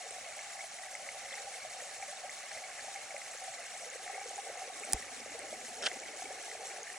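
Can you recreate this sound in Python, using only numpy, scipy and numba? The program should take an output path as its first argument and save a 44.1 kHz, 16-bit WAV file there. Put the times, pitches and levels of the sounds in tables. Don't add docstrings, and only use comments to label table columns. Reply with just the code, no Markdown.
import sys
import numpy as np
from scipy import signal
from scipy.fft import rfft, irfft, next_fast_len
from scipy.io import wavfile
from scipy.ndimage import uniform_filter1d
from numba import njit

SR = 44100
rng = np.random.default_rng(int(sys.argv[2]) if len(sys.argv) > 2 else 0)


def to_wav(s):
    ch = np.atleast_2d(s).T
    pcm = np.round(np.clip(ch, -1, 1) * 32767)
    wavfile.write(sys.argv[1], SR, pcm.astype(np.int16))


N = 307807
TIME = np.arange(N) / SR
SIZE = next_fast_len(N + 8192, True)
LOG_HZ = np.log(np.maximum(np.arange(SIZE // 2 + 1) * SR / SIZE, 1))


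def undb(db):
    return 10 ** (np.asarray(db) / 20)


def unit(x):
    return x / np.sqrt(np.mean(x ** 2))


def bell(count, limit):
    return np.clip(rng.standard_normal(count), -limit, limit)


def curve(rows):
    return np.interp(TIME, *np.transpose(rows))


def over_pitch(rows, axis=1):
    rows = np.array(rows)
    return np.interp(LOG_HZ, np.log(rows[:, 0]), rows[:, axis])


def colour(x, points):
    return unit(irfft(rfft(x, SIZE) * undb(over_pitch(points)), SIZE)[:N])


def walk(rate):
    return 1.2 * np.interp(TIME * rate, np.arange(4096), bell(4096, 1.6))


@njit
def rings(times, size, hz, cycles, glide):
    out = np.zeros(N)
    for k in range(len(times)):
        start = int(times[k] * SR)
        length = cycles[k] * SR / hz[k]
        for i in range(min(int(length), N - start)):
            age = i / length
            swell = 9 * age * np.exp(1 - 9 * age)
            phase = 2 * np.pi * cycles[k] * age * (1 + glide * (age / 2 - .2))
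            out[start + i] += size[k] * swell * np.sin(phase)
    return out


def play(rows, glide=0.):
    start_s, db, hz, cycles = np.array(rows, float).T.copy()
    return rings(start_s, undb(db), hz, cycles, glide)


def bubbles(rows, glide):
    return play([(s, db, hz, hz * ring_s) for s, db, hz, ring_s in rows], glide)


def strike(hits, modes):
    return play([(s, db + mode_db, hz, cycles) for s, db in hits for hz, mode_db, cycles in modes])


# frequency in Hz, relative level in dB.
RUSH_SPECTRUM = [(20, -44), (50, -12), (140, -8), (330, -4), (600, 1), (800, 11.5), (950, -0.5), (2000, 6),
                 (3500, -4.5), (4800, -1), (7000, 3), (10900, -10.5), (11900, -63), (15000, -64)]


def rush(waver_db=1.32):
    return colour(rng.standard_normal(N), RUSH_SPECTRUM) * undb(waver_db * walk(25))


CHURN_DB = -75
# frequency in Hz, relative level in dB.
CHURN_SPECTRUM = [(25, -30), (60, 0), (100, 0), (260, 0.5), (500, -19)]


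def churn(rough_db=4, turns_per_s=22):
    return colour(rng.standard_normal(N), CHURN_SPECTRUM) * undb(CHURN_DB + rough_db * walk(turns_per_s))


# time in seconds, level in dB.
TRICKLE_LEVEL = [(0, -60.5), (.9, -69), (1.45, -61), (2.2, -63.5), (2.7, -66), (3.6, -64), (4.4, -66.5),
                 (6.98, -64)]


def trickle(count=1100, hz=4250, spread=0.071, cycles=28, scatter_db=2.5):
    times = rng.random(count) * N / SR
    size, loud = bell((count, 2), 2).T
    patter = rings(times, undb(scatter_db * loud), hz * (1 + spread * size), np.full(count, 1. * cycles), 0.)
    return unit(patter) * undb(curve(TRICKLE_LEVEL))


# frequency in Hz, relative gain in dB.
SPRAY_SHAPE = [(1500, 16), (2800, -10.5), (3300, -1.5), (4200, -4.5), (4850, -8.5), (5500, -1.5),
               (6700, -1), (8200, 0), (9300, -6.5), (10400, -2), (11100, -1.5), (11900, -64), (15500, -10)]


def spray(count=40000, cycles=27.0, scatter_db=0.0, burst_db=2.19):
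    when, size, ring = rng.random((count, 3)).T
    hz = 2300 + 14000 * size
    strength = undb(scatter_db * bell(count, 2.7)) * np.sqrt(hz)
    crackle = rings(when * N / SR, strength, hz, cycles * (.5 + ring), 0.)
    return colour(crackle, SPRAY_SHAPE) * undb(burst_db * walk(35))


SPATTER_DB = -47.5
SPATTER_TOP_HZ = 11000


def spatter(count=320, cycles=22, scatter_db=3.5, lowest_hz=5200, highest_hz=9500):
    when, size, loud = rng.random((count, 3)).T
    strength = undb(SPATTER_DB + scatter_db * np.minimum(-np.log(1 - loud), 3))
    hz = lowest_hz + size * (highest_hz - lowest_hz)
    flung = rings(when * N / SR, strength, hz, np.full(count, 1. * cycles), 0.)
    low_pass = signal.butter(8, SPATTER_TOP_HZ, fs=SR, output="sos")
    return signal.sosfilt(low_pass, flung)


def banks(x, echo_db=-11, decay_s=0.0081):
    echo = rng.standard_normal(2048) * np.exp(-TIME[:2048] / decay_s)
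    return x + undb(echo_db) * signal.fftconvolve(x, echo / np.linalg.norm(echo))[:N]


# frequency in Hz, relative gain in dB.
PLIP_SHAPE = [(850, -82), (1080, -4), (1400, -7), (1660, -0.5), (1800, -1.5), (1950, 1.5), (2220, 4),
              (2450, -2.5), (2900, -2), (4000, -76)]


def plips(count=6500, cycles=26, scatter_db=0.9, glide=0.13):
    when, size, ring = rng.random((count, 3)).T
    strength = undb(scatter_db * bell(count, 2.2))
    drops = rings(when * N / SR, strength, 950 + 2200 * size, cycles * (.5 + ring), glide)
    return colour(drops, PLIP_SHAPE)


SMALLEST_BUBBLE_HZ = 880.6
# time in seconds, pitch of its largest bubbles in Hz.
PLUNGE_PITCH = [(0, 440), (.6, 620), (1.4, 470), (3.1, 546), (3.8, 495), (4.0, 360), (4.6, 370), (4.8, 222),
                (6.22, 217), (6.36, 313), (6.98, 388)]
# frequency in Hz, relative gain in dB.
GURGLE_SHAPE = [(120, -30), (225, 0), (340, -7), (450, -0.5), (650, -2), (790, 1.5), (850, -10.5),
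                (930, -4.5), (1300, -37)]


def gurgles(count=760, order=3, ring_s=0.037, scatter_db=1.5, glide=0.073, breakup_s=0.04, small_bias=1.042):
    chance = rng.random((count, 1 + 3 * order))
    gulp_s = chance[:, 0] * N / SR
    delay, size, ring = chance[:, 1:].reshape(-1, 3).T
    times = np.abs(np.repeat(gulp_s, order) + breakup_s * delay)
    lowest_hz = np.interp(times, *np.transpose(PLUNGE_PITCH))
    hz = SMALLEST_BUBBLE_HZ - size ** small_bias * (SMALLEST_BUBBLE_HZ - lowest_hz)
    gulp_strength = undb(scatter_db * bell(count, 1.8))
    strength = np.repeat(gulp_strength, order) * np.sqrt(hz)
    return colour(rings(times, strength, hz, hz * ring_s * (.5 + ring), glide), GURGLE_SHAPE)


GURGLE_DB, PLIP_DB, SPRAY_DB, RUSH_DB = -54, -53.5, -50.5, -52
USUAL_BUBBLE_HZ, DEPTH_DB_PER_OCTAVE = 500, 3


def water(pool_surge_db=-0.74, drop_surge_db=1.5, foam_surge_db=0.5, surges_per_s=14):
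    depth = np.log2(USUAL_BUBBLE_HZ / curve(PLUNGE_PITCH))
    pool_db = GURGLE_DB + DEPTH_DB_PER_OCTAVE * depth + pool_surge_db * walk(surges_per_s)
    pool = gurgles() * undb(pool_db)
    drops = plips() * undb(PLIP_DB + drop_surge_db * walk(surges_per_s))
    foam = spray() * undb(SPRAY_DB + foam_surge_db * walk(surges_per_s))
    return pool + drops + churn() + banks(foam + undb(RUSH_DB) * rush())


GLUG_LOW_CUT_HZ = 365
GLUG_GLIDE, DROP_GLIDE = 0.07, 0.1
TICK_CYCLES = 35
# start in seconds, peak in dB before the low cut, pitch in Hz, ring in seconds.
POOL_GLUGS = [(0.003, -42.5, 720, 0.058), (0.04, -49, 560, 0.073), (0.109, -42, 500, 0.017),
              (0.181, -42.3, 705.0, 0.026), (0.267, -44.5, 670, 0.065), (0.585, -45.5, 771, 0.082),
              (0.64, -42, 680, 0.035), (1.164, -43.5, 744, 0.036), (1.323, -47, 570.0, 0.05),
              (1.371, -45, 797, 0.057), (1.403, -44, 535, 0.031), (1.465, -44, 800, 0.081),
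              (1.647, -39, 740, 0.035), (1.648, -46.1, 634, 0.084), (1.765, -45.5, 780.0, 0.06),
              (1.821, -40, 574, 0.025), (2.025, -37, 780.0, 0.052), (2.079, -45, 585.0, 0.075),
              (2.125, -41.5, 760, 0.045), (2.235, -39, 730, 0.047), (2.244, -41.9, 580, 0.04),
              (2.254, -43, 790, 0.037), (2.507, -46, 788, 0.065), (2.556, -43.5, 660.0, 0.033),
              (2.639, -48, 760, 0.051), (2.841, -41, 600.0, 0.023), (2.881, -40.6, 790, 0.048),
              (2.952, -40, 780.0, 0.065), (3.142, -43.7, 783, 0.059), (3.142, -36, 582, 0.028),
              (3.286, -46, 735.0, 0.068), (3.348, -42.5, 550, 0.018), (3.414, -43, 749, 0.07),
              (3.478, -39.5, 750, 0.038), (3.479, -45.7, 668, 0.087), (3.589, -43.5, 700, 0.077),
              (3.749, -39.5, 705.0, 0.026), (3.86, -46.1, 507, 0.045), (3.955, -37.5, 510.0, 0.02),
              (3.994, -45, 762, 0.07), (4.06, -43, 735.0, 0.045), (4.096, -35.1, 780.0, 0.038),
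              (4.15, -43, 750.0, 0.065), (4.178, -36.5, 782, 0.035), (4.211, -41.5, 800, 0.06),
              (4.257, -38.5, 493, 0.028), (4.311, -38, 660.0, 0.016), (4.328, -41.5, 760, 0.041),
              (4.378, -37, 770, 0.016), (4.384, -35.4, 785, 0.042), (4.465, -42.2, 750, 0.037),
              (4.497, -36.5, 560, 0.026), (4.555, -37.5, 750, 0.018), (4.569, -41, 735.0, 0.045),
              (4.617, -37.5, 765.0, 0.045), (4.676, -40, 525.0, 0.03), (4.699, -41.5, 755, 0.039),
              (4.962, -39, 760, 0.023), (5.094, -41.4, 765.0, 0.033), (5.26, -38.8, 585.0, 0.014),
              (5.344, -41, 467, 0.061), (5.527, -33.9, 620, 0.018), (5.692, -47, 750.0, 0.027),
              (5.956, -40, 765.0, 0.035), (6.194, -40.8, 740, 0.028), (6.22, -37.5, 733, 0.037),
              (6.305, -35.7, 555.0, 0.016), (6.312, -39.9, 726, 0.028), (6.48, -37, 740, 0.015),
              (6.551, -38, 690, 0.018), (6.612, -45, 784, 0.073), (6.781, -42, 785, 0.025)]
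# start in seconds, peak in dB, pitch in Hz, ring in seconds.
HEAVY_DROPS = [(0.3234, -38.7, 2220.0, 0.0091), (0.3907, -36, 2200, 0.012), (0.5011, -43, 2020.0, 0.017),
               (0.5925, -37, 2110, 0.008), (0.6064, -37, 2200, 0.02), (0.7862, -37, 2020.0, 0.008),
               (0.8324, -42.7, 1940.0, 0.02), (0.9515, -32.5, 2120, 0.0091), (1.0889, -30.5, 2120, 0.008),
               (1.3231, -39.6, 2060.0, 0.018), (1.3394, -34.5, 2060.0, 0.012), (1.3805, -34.3, 1880, 0.008),
               (1.5415, -41.6, 2180.0, 0.02), (1.6193, -42.6, 2260.0, 0.02), (1.8031, -43.1, 1900.0, 0.02),
               (2.0249, -35, 2260.0, 0.0099), (2.2946, -34, 2060.0, 0.008), (2.5109, -42.9, 2250, 0.02),
               (2.5156, -36, 1820.0, 0.008), (2.5469, -40.6, 2140.0, 0.013),
               (2.5738, -35.2, 2100.0, 0.0046), (2.5816, -41.5, 2060.0, 0.02), (2.6378, -42, 2260.0, 0.02),
               (2.6453, -42.0, 2180.0, 0.02), (2.7932, -36.1, 1780.0, 0.008),
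               (2.9598, -35.5, 2180.0, 0.0094), (3.1061, -38, 2220.0, 0.013),
               (3.1652, -32.5, 2180.0, 0.0056), (3.217, -35, 2100.0, 0.0088), (3.5385, -35, 2020.0, 0.005),
               (3.5813, -42.5, 2020.0, 0.027), (3.843, -41.2, 2070, 0.013), (4.0782, -32, 1940.0, 0.005),
               (4.1444, -37, 2100.0, 0.013), (4.1615, -40, 2200, 0.02), (4.4934, -39.8, 2120, 0.013),
               (4.8353, -37, 2440, 0.0074), (5.0232, -41, 1900.0, 0.023), (5.5371, -41.3, 2200, 0.024),
               (5.9149, -32, 2060.0, 0.008), (6.0312, -43, 2260.0, 0.02), (6.0825, -42.7, 2220.0, 0.02),
               (6.2548, -40, 2270, 0.021), (6.5143, -36, 2000, 0.011), (6.8752, -40.5, 1780.0, 0.02),
               (6.9006, -34.9, 1850, 0.008)]
# start in seconds, peak in dB, pitch in Hz.
DROPLET_TICKS = [(.108, -32, 8490), (0.364, -43, 7600), (0.952, -34, 8200), (1.3284, -38, 3420),
                 (1.911, -43, 4180), (2.125, -43, 4090), (2.172, -42, 3700), (2.3, -38, 6400),
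                 (2.5167, -43, 4250), (2.8075, -42, 4470), (3.181, -33.5, 8400), (3.441, -36.5, 9000),
                 (3.5423, -42, 4070), (3.901, -34.5, 6900), (4.2023, -37, 7080), (4.359, -32.5, 6910),
                 (4.735, -42, 3730), (4.798, -32, 8100), (4.8495, -29, 8260), (5.392, -31, 8600),
                 (6.0, -34, 7120), (6.227, -39, 6470), (6.326, -35, 7920), (6.671, -32.5, 7500),
                 (6.8315, -32.5, 6500)]


def splashes():
    low_cut = signal.butter(4, GLUG_LOW_CUT_HZ, "high", fs=SR, output="sos")
    glugs = signal.sosfilt(low_cut, bubbles(POOL_GLUGS, GLUG_GLIDE))
    drops = bubbles(HEAVY_DROPS, DROP_GLIDE)
    ticks = play([(s, db, hz, TICK_CYCLES) for s, db, hz in DROPLET_TICKS])
    return glugs + drops + ticks + trickle() + banks(spatter())


def grit(rough_db=2.5, chatter_db=3.5):
    grains = np.repeat(bell(N // 64 + 1, 2), 64)[:N]
    return rng.standard_normal(N) * undb(rough_db * grains + chatter_db * walk(400))


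SCUFF_START_S, SCUFF_PEAK_S, SCUFF_DB = 5.823, 5.866, -33.5
SCUFF_RISE_DB_PER_S, SCUFF_FALL_DB_PER_S = 274, 620
DRAG_DB, DRAG_RISE_DB_PER_S, DRAG_RELEASE_S = -36.5, 300, .004
SLIP_PIVOT_HZ = 2780
# frequency in Hz, relative gain in dB.
SCUFF_SHAPE = [(60, -34), (170, -16), (600, 4.5), (800, 0), (1020, -29), (1450, 2.5), (2300, -13),
               (3100, 4), (4000, -7), (5600, -3.5), (8500, -5), (11000, -22), (12000, -50)]
# frequency in Hz, relative gain in dB.
DRAG_SHAPE = [(200, -19), (700, 0), (1020, -19), (1400, 8), (1650, 7), (2200, -14), (3100, 4), (4300, -22),
              (5000, -3), (5500, 7), (6100, -11), (9000, -17), (12000, -45)]
# start in seconds, level in dB, tilt in dB per octave, pitch as a share of the modes' own.
CATCHES = [(5.8242, -37, -4, 0.96), (5.8272, -44, -7, 1.1), (5.835, -33.5, -7.5, 1), (5.841, -37, 1, 1.2),
           (5.8535, -35, 6, .98), (5.862, -27, 6, 1.03), (5.8649, -25, 2, 0.89), (5.8666, -22, 4, .97),
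           (5.8697, -25, -3, 1.05), (5.875, -30, -8, 1.1)]
# pitch in Hz, level in dB relative to the slip, ring in cycles.
SCUFF_MODES = [(644, -17.5, 7.5), (1450, -12.5, 19), (1830, -10, 23), (2750, -6, 17), (3170, 1, 19),
               (3930, -10.5, 29), (4860, -9.5, 38), (5500, -12, 45)]


def scuff():
    past_peak, touching = TIME - SCUFF_PEAK_S, TIME > SCUFF_START_S
    rise_or_fall_db = np.minimum(SCUFF_RISE_DB_PER_S * past_peak, -SCUFF_FALL_DB_PER_S * past_peak)
    swell = undb(SCUFF_DB + rise_or_fall_db)
    release = np.clip(-past_peak / DRAG_RELEASE_S, 0, 1)
    drag = undb(DRAG_DB + DRAG_RISE_DB_PER_S * np.minimum(past_peak, 0)) * release
    slips = play([(s, db + mode_db + tilt * np.log2(hz / SLIP_PIVOT_HZ), hz * pitch, cycles)
                  for s, db, tilt, pitch in CATCHES for hz, mode_db, cycles in SCUFF_MODES])
    return touching * (swell * colour(grit(), SCUFF_SHAPE) + drag * colour(grit(), DRAG_SHAPE)) + slips


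KNOCK_S = 4.9435
GRIP_DB, GRIP_FADE_DB_PER_S, GRIP_END_S = -69.5, 6.5, 6.35
# start in seconds, level in dB.
TOUCH_AND_CLICK = [(4.9247, -20), (4.9332, -7)]
# pitch in Hz, level in dB relative to the hit, ring in cycles.
SNAP_MODES = [(13600, -3, 5.1), (9100, 2, 9.2), (7640, -9, 14), (5300, -15.5, 25), (1840, -23.5, 10),
              (815, -27, 15), (209, -35.5, 4.4)]
# pitch in Hz, level in dB, ring in cycles.
HAND_MODES = [(57.6, -38.5, 4.1), (86, -37, 2.6), (135, -39, 2.1), (270, -36, 3.7), (780, -40, 7)]
# frequency in Hz, relative level in dB.
GRIP_SPECTRUM = [(20, -21), (50, -9), (85, 0.5), (140, -6), (250, -3), (600, -53)]


def click():
    age = np.maximum(TIME - KNOCK_S, 0)
    gripping = (age > 0) & (TIME < GRIP_END_S)
    settling = undb(GRIP_DB - GRIP_FADE_DB_PER_S * age) * gripping
    rumble = colour(rng.standard_normal(N), GRIP_SPECTRUM) * uniform_filter1d(settling, size=1024)
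    snap = strike(TOUCH_AND_CLICK, SNAP_MODES)
    knock = strike([(KNOCK_S, 0)], HAND_MODES)
    return snap + knock + rumble


def close_by(x, left_db=-1):
    return np.array([undb(left_db) * np.roll(x, 1), x])


# frequency in Hz, likeness of sound from all around # from 0 to
# 1, lead of the right channel in radians. Near 11 kHz the two channels turn almost opposite.
STEREO_SPREAD = [(60, .85, 0), (140, .55, 0), (750, .97, 0), (950, .5, .5), (1100, .8, -1), (1600, .96, 0),
                 (2250, .96, 0), (2800, .65, -.4), (3250, .55, 2), (3800, .2, 1.5), (4300, .45, .1),
                 (4900, .2, 0), (5500, .5, 1.1), (6300, .75, .45), (7500, .78, .75), (8400, .75, 1.5),
                 (9300, .68, 1.1), (10300, .75, 1.9), (11200, .97, 3.1)]


def stereo(ahead, around=None):
    mid, side = rfft(ahead, SIZE), 0
    if around is not None:
        unlike = (1 - np.clip(over_pitch(STEREO_SPREAD), 0, 1)) / 2
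        mid, side = np.sqrt(1 - unlike) * mid, np.sqrt(unlike) * rfft(around, SIZE)
    turn = np.exp(.5j * over_pitch(STEREO_SPREAD, axis=2))
    return irfft(np.array([(mid + side) / turn, (mid - side) * turn]), SIZE)[:, :N]


def scene():
    stream = stereo(water(), water())
    in_front = stereo(splashes() + scuff())
    return stream + in_front + close_by(click())


TOP_HZ = 15900


def record(dry):
    return signal.sosfilt(signal.ellip(8, .2, 70, TOP_HZ, fs=SR, output="sos"), dry)


dry = scene()
out = record(dry)
to_wav(out)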